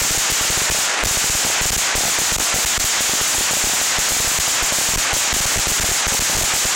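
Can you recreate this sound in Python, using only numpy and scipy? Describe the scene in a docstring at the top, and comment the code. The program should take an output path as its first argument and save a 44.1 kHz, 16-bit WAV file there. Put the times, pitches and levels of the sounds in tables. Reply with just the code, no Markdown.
"""Firecracker string on a road

A long string of firecrackers burns close to a small mono microphone: some seventeen clear bangs a second,
many with a weaker neighbour. Each bang is coloured noise for the bright burst and the duller echo, plus a damped
swing, a dull knock and a slow push of air. The bangs overload the microphone into one rasping crackle, the strongest
pushes choke it for some ms, and gain control lifts the echo in the pauses."""
import sys
import numpy as np
from scipy import signal
from scipy.fft import rfft, irfft
from scipy.io import wavfile
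from scipy.ndimage import uniform_filter1d

SR = 44100
rng = np.random.default_rng(int(sys.argv[2]) if len(sys.argv) > 2 else 0)


def wrap_up_sound(samples):
    """Save the sound to the file named by the first command line argument, as 16-bit audio."""
    columns = np.atleast_2d(samples).T
    # keep every value between -1 and 1, then stretch to whole-number steps
    tamed = np.clip(columns, -1, 1)
    steps = np.round(tamed * 32767).astype(np.int16)
    wavfile.write(sys.argv[1], SR, steps)


N = 297675

# The clear bangs; the sign of the push is the side to which it forces the microphone.
# Columns: t/s, burst level/dB, time for the push to fall to half/ms
BANGS = [(.0166, -3, -4), (0.0506, 0, 1), (0.1081, 6, -5.5), (0.1486, 2, -1), (0.176, 6, 5.5),
         (0.3007, 12, -1.5), (0.32, 6, 4.5), (.411, -5, 2.7), (0.4488, -7, -1.5), (0.5018, 0, 4.1),
         (0.5744, -3, -2.5), (0.6178, -8.5, -2), (0.7003, 10, 9.5), (0.719, -12, 3), (0.7476, -3, 1.5),
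         (.7874, 1, -1), (1.0382, 4, 13), (1.062, 1, -8), (1.1107, 2, 2.5), (1.1722, 4, 3.5), (1.243, 4, 2),
         (1.299, -1, 4.5), (1.3514, 7, -3.5), (1.45, 9, 2.9), (1.465, -5, -1.5), (1.6136, -7, 5),
         (1.656, 8, -5.5), (1.7058, -3, 12.5), (1.731, 1, -2), (1.765, 6, -11), (1.9537, -7, 4),
         (1.9795, 2, -3.5), (2.036, -5, -2), (2.0527, -7, -2), (2.0801, 3, -1.5), (2.1879, 10, 3),
         (2.217, -2, -1.5), (2.3205, 0, -5), (2.3638, -3, 17.5), (2.386, -10, 10.5), (2.405, -10, 1.5),
         (2.4236, 1, -0.5), (2.5423, 0, 3), (2.5602, -1, 2), (2.5855, -6, -1), (2.6488, 19, 11.5),
         (2.7783, 10, -17.5), (2.843, 17, 6.5), (3.007, 12, -2), (3.094, -1, -2), (3.1353, -3, -1.5),
         (3.2132, 5, -2.8), (3.2762, 2, 0), (3.3484, 4, 1), (3.3828, 8, -4), (3.408, 0, 1.5),
         (3.5102, 3, -1.5), (3.533, 5, 2), (3.569, 5, 1.5), (3.6403, 2, -4.5), (3.672, 8, -1),
         (3.735, 4, -1.4), (3.8147, 15, 2.5), (3.9858, 10, -5), (4.088, 2, 0.5), (4.1195, 12, 2.8),
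         (4.166, 8, 2), (4.2013, 9, -3), (4.2468, -6, 1.5), (4.274, 10, 4), (4.316, 6, 0.7),
         (4.388, 9, -10), (4.4785, 10, 1.5), (4.6256, -4, -4.5), (4.7234, -6, 2), (4.7857, 5, 1.5),
         (4.8138, -2, -1), (4.889, 0, -3), (4.9363, -7, -2), (4.9595, -5, 13), (4.9782, -0.5, -5),
         (5.1321, -7, 6), (5.167, 10, 1), (5.3286, 2, -11), (5.3658, 7, 2.3), (5.4053, 0, -5.5),
         (5.456, -1, 7), (5.52, -5, -0.5), (5.5601, -10, 5), (5.5751, -13, 6.5), (5.5925, -8, -3.5),
         (5.671, 1, -9), (5.6851, -6, 0), (5.717, 3, 4), (5.799, -5, -9), (5.836, -6, 6.5), (5.844, -8, -2),
         (5.89, -3, 3), (5.9153, 1, -4), (6.0687, -5, 9.5), (6.1216, -12, 2.5), (6.147, 10, 2),
         (6.194, 6, -10), (6.221, 5, 2.7), (6.2977, -2, 2), (6.3503, -10, -3.5), (6.369, -4, 6),
         (6.3874, 3, 2.5), (6.4148, 3, 6), (6.435, 1, -5.5), (6.5378, -8, 2), (6.5631, 7, -0.7),
         (6.6524, 0, -4)]
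# Colour of the knock at the start of a bang. Columns: f/Hz, level/dB
KNOCK_COLOUR = [(100, -15), (280, 3.5), (480, -1.5), (800, 6), (1100, -15.5), (2000, -22), (16000, -58)]
# Colour of the bright burst. Columns: f/Hz, level per Hz/dB
BURST_COLOUR = [(40, -28), (150, -6), (400, -7.5), (800, -1), (1100, -3), (1500, -3.5), (2800, -6.5),
                (4500, -5.5), (7000, -4.5), (10000, -7), (16000, -7)]
# Ring-out of the burst, band by band. Columns: f/Hz, t60/s
BURST_T60 = [(100, 0.1), (1500, 0.44), (6500, 0.3), (10000, 0.23), (16000, 0.13)]
# Colour of the echo from the surroundings. Columns: f/Hz, level per Hz/dB
ECHO_COLOUR = [(40, -38), (180, -34), (275, -5.5), (340, -5.5), (500, -1), (780, 1), (1050, 1.5),
               (1450, 3.5), (2500, 1.5), (4200, -9.5), (7000, -18), (10000, -19), (16000, -26)]
# Ring-out of the echo, band by band. Columns: f/Hz, t60/s
ECHO_T60 = [(100, 0.81), (1500, 0.79), (4000, 0.65), (8000, 1), (16000, 0.6)]
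# Resonance of the microphone port. Columns: f/Hz, width/Hz, level/dB
PORT = (7080, 1960, 9.26)
# Tone of the recorder after the overload. Columns: f/Hz, level/dB
TONE = [(30, 8), (100, 3), (300, 1.5), (1000, -0.5), (3000, 0), (7000, -1.5), (11000, -4.5), (16000, -5)]
# Wait before a weaker neighbour goes off. Columns: earliest t/s, latest t/s
NEIGHBOUR_DELAY = (0.013, .04)

NEIGHBOUR_SHARE = 0.6  # chance that a clear bang sets off a neighbour
NEIGHBOUR_DB, NEIGHBOUR_SPREAD_DB = -8, 4
NEIGHBOUR_PUSH_SPREAD_MS = 0.44
FULL_KNOCK_MS = 1.1  # front and knock are near full size for pushes longer than this
TOP_EDGE_HZ = 15900


def firecrackers():
    """Lists clear bangs and weaker neighbours that follow them at random: times s, levels dB, pushes ms."""
    times = np.array(BANGS)[:, 0]
    chance, wait = rng.random((len(times), 2)).T
    size, push = rng.standard_normal((len(times), 2)).T
    earliest, latest = NEIGHBOUR_DELAY
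    neighbour_times = times + earliest + wait * (latest - earliest)
    neighbour_db = NEIGHBOUR_DB + NEIGHBOUR_SPREAD_DB * size
    neighbours = np.c_[neighbour_times, neighbour_db, NEIGHBOUR_PUSH_SPREAD_MS * push]
    return np.r_[BANGS, neighbours[chance < NEIGHBOUR_SHARE]].T


def knock_size(push_ms):
    """The blast grows with the length of the push, then levels off at one."""
    return np.tanh((push_ms / FULL_KNOCK_MS) ** 2)


def fronts(times, push_ms, depth=1.62, swing_hz=620, spread=0.19, t60=0.019):
    """The blast front: a fast-dying swing of pressure and suction that starts against the push."""
    t = np.arange(SR // 50) / SR
    out = np.zeros(N + SR)
    for start, ms, chance in zip(times, push_ms, rng.standard_normal(len(times))):
        hz = swing_hz * np.exp(spread * chance)
        swing = np.sin(2 * np.pi * hz * t) * gain_of(-60 * t / t60)
        first = max(round(start * SR), 0)
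        out[first:][:len(t)] -= depth * np.sign(ms) * knock_size(ms) * swing
    return out[:N]


def knocks(times, push_ms, level_db=6, t60=0.02):
    """The blast wave and its bounces off the ground: a short thud of dull noise."""
    swings = evened(coloured(rng.standard_normal(N), KNOCK_COLOUR))
    return gain_of(level_db) * swings * dying(t60, times, knock_size(push_ms))


def pushes(times, push_ms, depth=1.33, growth=0.41, steepness=2.27):
    """The slow pressure wave of each bang; the longer it lasts, the stronger it is."""
    t = np.arange(N) / SR
    out = np.zeros(N)
    for start, ms in zip(times, push_ms):
        first = round(start * SR)
        span = slice(max(first, 0), first + SR // 12)
        age = abs(1000 * (t[span] - start)) / (abs(ms) + 1e-6)  # one at half height
        out[span] += np.sign(ms) * depth * abs(ms) ** growth * 0.5 ** (age ** steepness)
    return out


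def bursts(times, strength, level_db=11.5):
    """Each shock front is followed by a dense, bright spray from the road and the litter near by."""
    spray = tail(BURST_COLOUR, BURST_T60, times, strength, earlier=0.61)
    return gain_of(level_db) * spray * lumps(0.0027, depth_db=2.0)


def echoes(times, strength, level_db=-10.0, follows=0.17):
    """The surroundings throw the bangs back in uneven clumps, strong and weak ones almost alike."""
    wash = tail(ECHO_COLOUR, ECHO_T60, times, strength ** follows, earlier=7)
    return gain_of(level_db) * wash * lumps(0.017, depth_db=3.0)


def tail(colour, t60s, times, heights, earlier):
    """Noise stands for countless reflections of every bang; each band dies at its own speed."""
    hz = np.fft.rfftfreq(N, 1 / SR)
    spectrum = rfft(evened(coloured(rng.standard_normal(N), colour)))
    centres, decays = np.transpose(t60s)
    total = np.zeros(N)
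    for share, t60 in zip(np.eye(len(centres)), decays):
        crossfade = read(np.c_[centres, share], hz)  # one at its own centre, zero at the others
        band = irfft(spectrum * crossfade, N)
        total += band * dying(t60, times, heights, earlier)
    return total


def dying(t60, times, heights, earlier=0):
    """Amplitude of all bangs, summed as energy and dying at t60; earlier is energy left at the start."""
    energy = np.zeros(N)
    starts = np.clip(np.round(times * SR).astype(int), 0, N - 1)
    np.add.at(energy, starts, heights ** 2)
    energy[0] += earlier
    kept = np.exp(-2 * np.log(1000) / (t60 * SR))
    return np.sqrt(signal.lfilter([1], [1, -kept], energy))


def lumps(seconds, depth_db):
    """A random gain that wanders over the given time, by depth_db rms."""
    return gain_of(depth_db * evened(lagged(rng.standard_normal(N), seconds)))


def port(x):
    """The small cavity in front of the microphone rings in the treble."""
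    hz, width, db = PORT
    b, a = signal.iirpeak(hz, hz / width, fs=SR)
    return x + (gain_of(db) - 1) * signal.lfilter(b, a, x)


def overload(x, leak=0.39, stuck_from=0.73, stuck_range=0.036, servo_s=0.0018, reach=0.17):
    """Flattens the peaks; an offset servo of limited reach cancels drift, or all of it when stuck to one side."""
    flat = x / (1 + x ** 8) ** (1 / 8)
    window = np.ones(SR // 250) / (SR // 250)  # 4 ms mean
    lean = abs(signal.lfilter(window, 1, flat))
    stuck = np.clip((lean - stuck_from) / stuck_range, 0, 1)
    drift = lagged(flat, servo_s)
    limited = reach * np.tanh(drift / reach)
    offset = stuck * drift + (1 - stuck) * limited  # a stuck signal is pulled back to zero
    squeezed = np.arcsinh(x)
    fizz = squeezed - uniform_filter1d(squeezed, size=21)  # a little treble gets through even at the limit
    return flat - offset + leak * fizz


def gain_control(x, level_db=-17.5, knee_db=-32, headroom_db=-0.6):
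    """Holds the power steady: ducks within a ms or two and recovers more slowly."""
    attack_s, release_s = 0.0015, 0.013
    square = np.r_[x[::-1], x] ** 2  # mirrored run-in, so it has settled at the start
    slow = lagged(square, release_s)
    fast = lagged(square, attack_s) / gain_of(headroom_db) ** 2
    power = np.maximum(slow, fast)[N:]
    return gain_of(level_db) * x / np.sqrt(power + gain_of(knee_db) ** 2)


def gain_of(db):
    """Decibels to an amplitude factor."""
    return 10 ** (np.asarray(db) / 20)


def evened(x):
    """Scales to an rms of one."""
    return x / np.sqrt(np.mean(x ** 2) + 1e-20)


def read(points, hz):
    """Reads a table on a log-frequency axis."""
    f, value = np.transpose(points)
    return np.interp(np.log(hz + 1), np.log(f + 1), value)


def coloured(x, points):
    """Shapes the spectrum by a table of f/Hz, level/dB."""
    gain = gain_of(read(points, np.fft.rfftfreq(N, 1 / SR)))
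    return irfft(rfft(x) * gain, N)


def lagged(x, seconds):
    """One-pole smoothing with the given time constant."""
    r = np.exp(-1 / (seconds * SR))
    return signal.lfilter([1 - r], [1, -r], x)


def scene(lead_s=0.0006, front_lead_s=0.0009):
    """Pressure on the microphone, in units of the most that it can follow."""
    times, strength_db, push_ms = firecrackers()
    strength = gain_of(strength_db)
    din = port(bursts(times, strength) + echoes(times, strength))
    din = np.roll(din, -round(lead_s * SR))  # the bright spray comes just ahead of knock and push
    din_size = np.sqrt(abs(uniform_filter1d(din ** 2, size=200)))  # local rms over 200 samples
    blast = fronts(times - front_lead_s, push_ms) + knocks(times, push_ms) + pushes(times, push_ms)
    return np.tile(din + din_size * blast, (2, 1))  # the blast grows with the din around it


def record(dry, low_cut_hz=14):
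    """Overload, bass cut, tone, gain control and the band limit, in mono on both channels."""
    x = overload(dry[0])
    x = signal.lfilter(*signal.butter(1, low_cut_hz, "high", fs=SR), x)
    x = gain_control(coloured(x, TONE))
    band_limit = signal.firwin(511, TOP_EDGE_HZ, window=("kaiser", 9), fs=SR)
    x = signal.oaconvolve(x, band_limit, "same")
    return np.tile(x, (2, 1))


dry = scene()
out = record(dry)
wrap_up_sound(out)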